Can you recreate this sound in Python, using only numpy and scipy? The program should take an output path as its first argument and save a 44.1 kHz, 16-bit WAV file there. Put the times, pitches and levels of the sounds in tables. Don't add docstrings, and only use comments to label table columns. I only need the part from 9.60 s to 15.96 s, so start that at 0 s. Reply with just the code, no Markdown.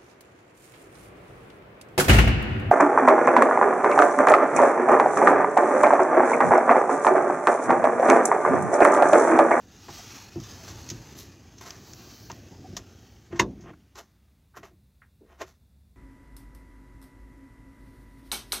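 import sys
import numpy as np
from scipy import signal
from scipy.fft import rfft, irfft
from scipy.io import wavfile

SR = 44100
rng = np.random.default_rng(int(sys.argv[2]) if len(sys.argv) > 2 else 0)


def materialize(psi):
    bounded = np.clip(np.atleast_2d(psi).T, -1, 1)
    quanta = np.round(bounded * 32767).astype(np.int16)
    wavfile.write(sys.argv[1], SR, quanta)


N = 280476
TIME_S = np.arange(N) / SR


def amp(db):
    return 10 ** (np.asarray(db) / 20)


def unit(x):
    return x / np.sqrt(np.mean(x ** 2) + 1e-20)


def lookup(points, hz):
    points_hz, values = np.transpose(points)
    return np.interp(np.log(hz + 1), np.log(points_hz + 1), values)


def add(mix, start_s, sound):
    part = mix[max(round(start_s * SR), 0):][:len(sound)]
    part += sound[:len(part)]


def tint(x, colour):
    hz = np.fft.rfftfreq(len(x), 1 / SR)
    return unit(irfft(rfft(x) * amp(lookup(colour, hz)), len(x)))


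def noise(size, colour):
    return tint(rng.standard_normal(size), colour)


def wander(rate_hz):
    hz = np.fft.rfftfreq(N, 1 / SR)
    return unit(irfft(rfft(rng.standard_normal(N)) * np.exp(-(hz / rate_hz) ** 2), N))


def slips(size, per_s, spread_db):
    impulses = rng.standard_normal(size) * (rng.random(size) < per_s / SR)
    return impulses * amp(spread_db * np.minimum(rng.exponential(1, size), 3))


def swell(t, rise_s, t60_s):
    return np.minimum(t / rise_s, 1) * amp(-60 * np.maximum(t - rise_s, 0) / t60_s)


def held_db(start_s, end_s, rise_db_per_s, fall_db_per_s):
    return -rise_db_per_s * np.maximum(start_s - TIME_S, 0) - fall_db_per_s * np.maximum(TIME_S - end_s, 0)


def shaped(x, envelope):
    return unit(x * envelope) * np.sqrt(np.mean(envelope ** 2))


def ring(modes, rise_s, detune=0.):
    t = TIME_S[:SR * 3 // 4]
    out = np.zeros(len(t))
    for hz, db, t60_s in modes:
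        tuned_hz = hz * (1 + detune * rng.standard_normal())
        out += amp(db) * swell(t, rise_s, t60_s) * np.sin(2 * np.pi * tuned_hz * t)
    return out


def reflections(ripple_db):
    hz = np.arange(300, SR / 2, 60)
    return np.column_stack([hz, ripple_db * rng.standard_normal(len(hz))])


# start in Hz, end in Hz.
CROSSOVERS_HZ = [(500, 800), (2800, 3800), (8000, 9500)]


def bands(x):
    hz = np.fft.rfftfreq(len(x), 1 / SR)
    above = [1] + [np.interp(hz, edge, [0, 1]) for edge in CROSSOVERS_HZ] + [0]
    spectrum = rfft(x)
    return [unit(irfft(spectrum * (low - high), len(x))) for low, high in zip(above, above[1:])]


# frequency in Hz, gain in dB.
RUMBLE_COLOUR = [(15, -61.5), (25, -31.5), (46, -14.5), (69, -5.5), (84, -9.5), (99, -15), (183, -19.5),
                 (215, -19.5), (331, -33.5), (1240, -46), (2770, -46.5), (3090, -54), (3530, -41.5),
                 (5730, -50), (15500, -49)]


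def outdoors(rumble_db=-60.5, drone_hz=69, drone_db=-57, peak_s=6.15, slope_db_per_s=30):
    pitch_hz = drone_hz + .68 * wander(rate_hz=3.6)
    drone = np.sqrt(2) * np.sin(2 * np.pi * np.cumsum(pitch_hz) / SR)
    envelope = amp(drone_db - slope_db_per_s * abs(TIME_S - peak_s))
    return amp(rumble_db) * noise(N, RUMBLE_COLOUR) + drone * envelope


# frequency in Hz, gain in dB.
BELT_COLOUR = [(3500, -24), (4280, -4), (4550, -2), (4880, -9), (6200, -5), (8500, -35), (9700, -23.5),
               (10800, -23), (13000, -15.5), (15500, -12)]
# start in seconds, end in seconds, level in dB.
BELT_RUNS = [(2.28, 2.68, -56.5), (3.44, 3.52, -67.5)]


def belt(ramp_db_per_s=80):
    envelope = sum(amp(db + held_db(start_s, end_s, ramp_db_per_s, ramp_db_per_s))
                   for start_s, end_s, db in BELT_RUNS)
    return noise(N, BELT_COLOUR) * envelope * amp(wander(rate_hz=30))


# start and end in seconds, cloth hiss in dB, seat rumble in dB.
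PUSHES = [(.36, 0.567, -48, -56), (0.878, 1.224, -50.5, -49), (1.287, 1.637, -56.5, -50.5),
          (2.12, 2.55, -57.5, -55), (2.74, 3.152, -64.5, -51)]


def movement(brush_db=-64, creep_db=-53, rest_s=3.43):
    settling_db = held_db(0, rest_s, rise_db_per_s=0, fall_db_per_s=17)
    hiss, rumble = amp(brush_db + settling_db), amp(creep_db + settling_db)
    for start_s, end_s, hiss_db, rumble_db in PUSHES:
        push_db = held_db(start_s, end_s, rise_db_per_s=64, fall_db_per_s=73.5)
        hiss = np.hypot(hiss, amp(hiss_db + push_db))
        rumble = np.hypot(rumble, amp(rumble_db + push_db))
    return 20 * np.log10(hiss), 20 * np.log10(rumble)


# frequency in Hz, gain in dB.
SEAT_COLOUR = [(18, -46), (30, -18.5), (43, -10), (103, 3), (119, 0.5), (152, -6.5), (200, -5), (356, -7),
               (397, -10.5), (552, -17.5), (800, -20.5), (1040, -56.5), (1760, -120)]


def seat(level_db):
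    return noise(N, SEAT_COLOUR) * amp(level_db + 1.2 * wander(rate_hz=36))


def folds(x, depth_db):
    frames = signal.stft(x, SR, nperseg=1024)[2]
    kernel = np.outer(np.hanning(9), np.hanning(25))
    patches = signal.fftconvolve(rng.standard_normal(frames.shape), kernel, "same")
    return signal.istft(frames * amp(depth_db * unit(patches)), SR, nperseg=1024)[1][:len(x)]


# frequency in Hz, gain in dB.
CLOTH_COLOUR = [(240, -30), (400, 1), (586, -3), (847, -2), (1120, -4), (1380, -3.5), (1490, -5),
                (2550, -6.5), (3740, -8.5), (6480, -3.5), (8800, -26), (11200, -16.5), (15500, -16)]


def cloth(hiss_db, firm_db=-50):
    fibres = tint(slips(N, per_s=16000, spread_db=-.5), reflections(ripple_db=1.5))
    _, rub, hiss, fizz = bands(tint(folds(fibres, depth_db=2), CLOTH_COLOUR))
    effort_db = hiss_db - firm_db
    rustle = rub * amp(-3.5 + .76 * effort_db) + hiss * amp(effort_db) + fizz * amp(-9.5 + 1.1 * effort_db)
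    return rustle * amp(firm_db + 1.1 * wander(rate_hz=35))


# start and length in seconds, start and end pitch in Hz, level in dB.
SQUEAKS = [(.375, 0.044, 705, 820, -45.5), (0.976, 0.097, 664, 623, -52), (2.88, 0.11, 888, 850, -57),
           (3.036, 0.041, 766, 750, -43)]


def squeaks(jitter=.06):
    out = np.zeros(N)
    for start_s, length_s, start_hz, end_hz, db in SQUEAKS:
        size = int(length_s * SR)
        hz = np.linspace(start_hz, end_hz, size) * (1 + jitter * wander(rate_hz=200)[:size])
        add(out, start_s, amp(db) * np.hanning(size) * np.sin(2 * np.pi * np.cumsum(hz) / SR))
    return out


# start and T60 in seconds, centre and width in Hz, level in dB.
KNOCKS = [(.2835, .035, 850, 140, -39), (.285, 0.13, 330, 70, -41), (.757, .1, 760, 250, -47),
          (2.699, .06, 900, 260, -39), (4.132, 0.051, 1190, 900, -52), (4.938, .28, 1300, 450, -55.5),
          (4.969, .07, 1200, 250, -45), (5.416, .14, 1630, 650, -53), (5.608, .24, 410, 190, -51),
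          (5.807, .07, 480, 150, -34.5)]


def knocks(rise_s=.0046):
    out, t = np.zeros(N), TIME_S[:SR // 4]
    hz = np.fft.rfftfreq(len(t), 1 / SR)
    for start_s, t60_s, centre_hz, width_hz, db in KNOCKS:
        cavity_db = -30 * np.log10(1 + ((hz - centre_hz) / width_hz) ** 2)
        knock = noise(len(t), np.column_stack([hz, cavity_db]))
        add(out, start_s, amp(db) * shaped(knock, swell(t, rise_s, t60_s)))
    return out


# frequency in Hz, gain in dB.
CLICK_COLOUR = [(500, -29), (2000, -9), (4400, -5), (5600, 4), (6500, 5), (7700, -15), (9000, -32),
                (13000, -20.5), (16000, -22)]
# start in seconds, level in dB, T60 in seconds.
CLICKS = [(.8, -46.5, 0.084), (0.835, -43.5, 0.1), (1.289, -34.5, 0.028), (1.3, -30, 0.063),
          (1.982, -47, 0.064), (2.105, -33, 0.02), (2.334, -36.5, 0.011), (2.715, -34, 0.011),
          (3.166, -30.5, 0.055), (4.008, -58, 0.21)]


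def clicks(rise_s=.0014):
    out, t = np.zeros(N), TIME_S[:SR // 5]
    for start_s, db, t60_s in CLICKS:
        reflected = tint(rng.standard_normal(len(t)), reflections(ripple_db=.5))
        add(out, start_s, amp(db) * shaped(tint(reflected, CLICK_COLOUR), swell(t, rise_s, t60_s)))
    return out


# frequency in Hz, gain in dB.
SCUFF_COLOUR = [(120, -43), (220, -13), (360, 2.5), (540, -3), (830, -4.5), (1150, -3), (2050, -9.5),
                (2350, -12.5), (3700, -13), (4500, -15), (6000, -11), (7400, -15.5), (8600, -35.5),
                (12400, -25), (15500, -34.5)]
# centre in Hz, width in Hz, lift in dB.
TRIM_RESONANCES = [(372, 22, 10), (440, 48, -1), (690, 71, 7.5), (1060, 44, 8), (1210, 51, 1.5),
                   (1400, 70, 4.5), (1880, 72, 6), (2100, 85, 5.5), (2610, 100, 3), (3550, 100, 2.5),
                   (6140, 120, 2.5)]
# peak time, 20 dB rise time and T60 in seconds, rub level in dB,
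# hiss and fizz in dB relative to the rub.
SCUFFS = [(.284, 0.0015, 0.16, -46, -8, -28), (1.083, .025, 0.26, -47.5, 2, -12),
          (1.592, .03, .22, -61, 16, 11.5), (2.011, .003, 0.25, -46, -2, -11.5),
          (2.066, .02, 0.34, -46, -1, -12), (2.6998, .0008, 0.11, -39, -10, -30),
          (3.168, .002, 0.093, -39.5, -.5, -13), (3.729, .018, .18, -45, -16, -42),
          (3.758, .003, 0.22, -45.5, -6.5, -28), (4.098, .09, .09, -48, -21, -37),
          (4.356, .005, .26, -49.5, -3, -18.5), (4.389, .025, .115, -43.5, -3.5, -12.5),
          (4.973, .018, .11, -44.5, -8, -13), (5.033, .006, 0.16, -46, -12.5, -27),
          (5.049, .008, .15, -54, -6, -11.5), (5.722, .08, .26, -58.5, -15, -24),
          (5.817, .022, .1, -35, -9, -21), (5.88, .03, .2, -59, -1, -9.5)]


def scuffs(drag_db=-23, drag_t60_s=.3, thud_extra_s=.03):
    out, t = np.zeros(N), TIME_S[:SR // 2] - TIME_S[SR // 8]
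    after_s = np.maximum(t, 0)
    tail_db = drag_db - 60 * after_s / drag_t60_s
    hz = np.fft.rfftfreq(len(t), 1 / SR)
    trim_db = sum(lift_db / (1 + (2 * (hz - centre_hz) / width_hz) ** 2)
                  for centre_hz, width_hz, lift_db in TRIM_RESONANCES)
    walls_db = lookup(reflections(ripple_db=1.7), hz)
    colour = np.column_stack([hz, lookup(SCUFF_COLOUR, hz) + trim_db + walls_db])
    for peak_s, rise_s, t60_s, db, hiss_db, fizz_db in SCUFFS:
        thud, rub, hiss, fizz = bands(tint(slips(len(t), per_s=7000, spread_db=2.8), colour))
        build_up = amp(20 * np.minimum(t, 0) / rise_s)
        stroke = build_up * amp(np.maximum(-60 * after_s / t60_s, tail_db))
        low_stroke = build_up * amp(np.maximum(-60 * after_s / (t60_s + thud_extra_s), tail_db))
        treble = amp(hiss_db) * shaped(hiss, stroke) + amp(fizz_db) * shaped(fizz, stroke)
        low = amp(-6 - .2 * hiss_db) * shaped(thud, low_stroke)
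        add(out, peak_s + t[0], amp(db) * (low + shaped(rub, stroke) + treble))
    return out


# frequency in Hz, gain in dB, T60 in seconds.
CABIN_MODES = [(52.5, -17, .25), (82.4, -13.5, .18), (108, -3.5, 0.24), (150, -2, 0.12), (191, -5.5, 0.22),
               (254, -6, .16), (316.5, -3, 0.23), (349, 0.5, 0.19), (442.2, -14, .09), (684, -1, .1)]
# start in seconds, level in dB, cutoff in Hz.
THUMPS = [(.284, -38.5, 280), (.759, -27, 290), (1.103, -38, 180), (1.312, -29.5, 190), (1.523, -43, 150),
          (2.713, -42, 170), (3.085, -36.5, 202), (3.129, -31.5, 180), (3.707, -39, 180), (3.728, -31, 405),
          (3.996, -39, 196), (4.042, -43, 300), (4.091, -41, 250), (4.975, -47, 450), (5.113, -56, 350)]


def thumps(rebound_s=.023, rebound_db=-7.5, rise_cycles=.6):
    out = np.zeros(N)
    for start_s, db, cutoff_hz in THUMPS:
        for hit_s, hit_db in [(start_s, db), (start_s + rebound_s, db + rebound_db)]:
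            for hz, mode_db, t60_s in CABIN_MODES:
                level_db = hit_db + mode_db - 10 * np.log10(1 + (hz / cutoff_hz) ** 4)
                add(out, hit_s, ring([(hz, level_db, t60_s)], rise_s=rise_cycles / hz, detune=.03))
    return out


# frequency in Hz, gain in dB.
CRACK_COLOUR = [(200, -14), (360, -4), (480, -11.5), (780, -14), (1050, -0.5), (1300, -14), (1700, -5),
                (2100, -2.5), (2350, -12.5), (2750, -4.5), (3300, -11), (5000, -11.5), (6500, -7.5),
                (8700, -31), (14000, -30), (16000, -43)]
# frequency in Hz, T60 in seconds.
CRACK_DECAY = [(300, 0.42), (900, 0.14), (2000, 0.07), (6000, .075), (12000, .06)]


def latch_crack(t, rise_s=.003):
    hz, frame_s, frames = signal.stft(noise(len(t), CRACK_COLOUR), SR, nperseg=256)
    decay = amp(-60 * frame_s / lookup(CRACK_DECAY, hz)[:, None])
    crack = signal.istft(frames * decay, SR, nperseg=256)[1][:len(t)]
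    crack *= np.minimum(t / rise_s, 1)
    return crack / np.std(crack[:SR // 125])


# frequency in Hz, level in dB, T60 in seconds.
LATCH_MODES = [(960, -18.5, .075), (1108, -20.5, 0.075), (1140, -29.5, .06), (1745, -24, .05),
               (1790, -21.5, 0.042), (2088, -13, 0.034), (2570, -35, .09), (2805, -26, 0.046),
               (3655, -29.5, 0.089), (5335, -28.5, 0.034), (6030, -33, 0.05)]
# frequency in Hz, level in dB, T60 in seconds.
BOOM_MODES = [(58, -38, .6), (117, -34.5, .5), (120, -34.5, 0.13), (201.6, -29, .5), (258.5, -31.5, 0.35),
              (347.2, -22.5, 0.14), (373, -25.5, 0.17)]
# frequency in Hz, gain in dB.
SHUDDER_COLOUR = [(30, -31.5), (55, -4.5), (110, -1), (250, 1), (380, -9), (480, -25), (700, -21.5),
                  (1200, -39), (4000, -42.5), (9000, -63.5)]


def door_slam(strike_s=3.7938, crack_db=-18, shudder_db=-37):
    out, t = np.zeros(N), TIME_S[:SR * 3 // 4]
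    crack = latch_crack(t)
    add(out, strike_s - .0035, amp(crack_db - 18) * crack)
    add(out, strike_s, amp(crack_db) * crack)
    add(out, strike_s + .001, ring(LATCH_MODES, rise_s=.0023, detune=.0015))
    add(out, strike_s + .0014, ring(BOOM_MODES, rise_s=.0024))
    shudder = shaped(noise(len(t), SHUDDER_COLOUR), swell(t, rise_s=.019, t60_s=.98))
    add(out, strike_s, amp(shudder_db) * shudder)
    return out


def scene():
    hiss_db, rumble_db = movement()
    mid = cloth(hiss_db) + belt() + seat(rumble_db) + outdoors()
    mid += thumps() + clicks() + scuffs() + knocks() + squeaks() + door_slam()
    treble = signal.sosfilt(signal.butter(6, 5800, "high", fs=SR, output="sos"), mid)
    side = amp(-22) * np.roll(treble, SR // 500)
    return np.array([mid + side, mid - side])


def record(dry):
    low_hz, high_hz = 42, 15850
    highpass = signal.butter(8, low_hz, "high", fs=SR, output="sos")
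    lowpass = signal.firwin(511, high_hz, window=("kaiser", 9), fs=SR)
    return signal.oaconvolve(signal.sosfilt(highpass, dry), lowpass[None], "same")


dry = scene()
out = record(dry)
materialize(out)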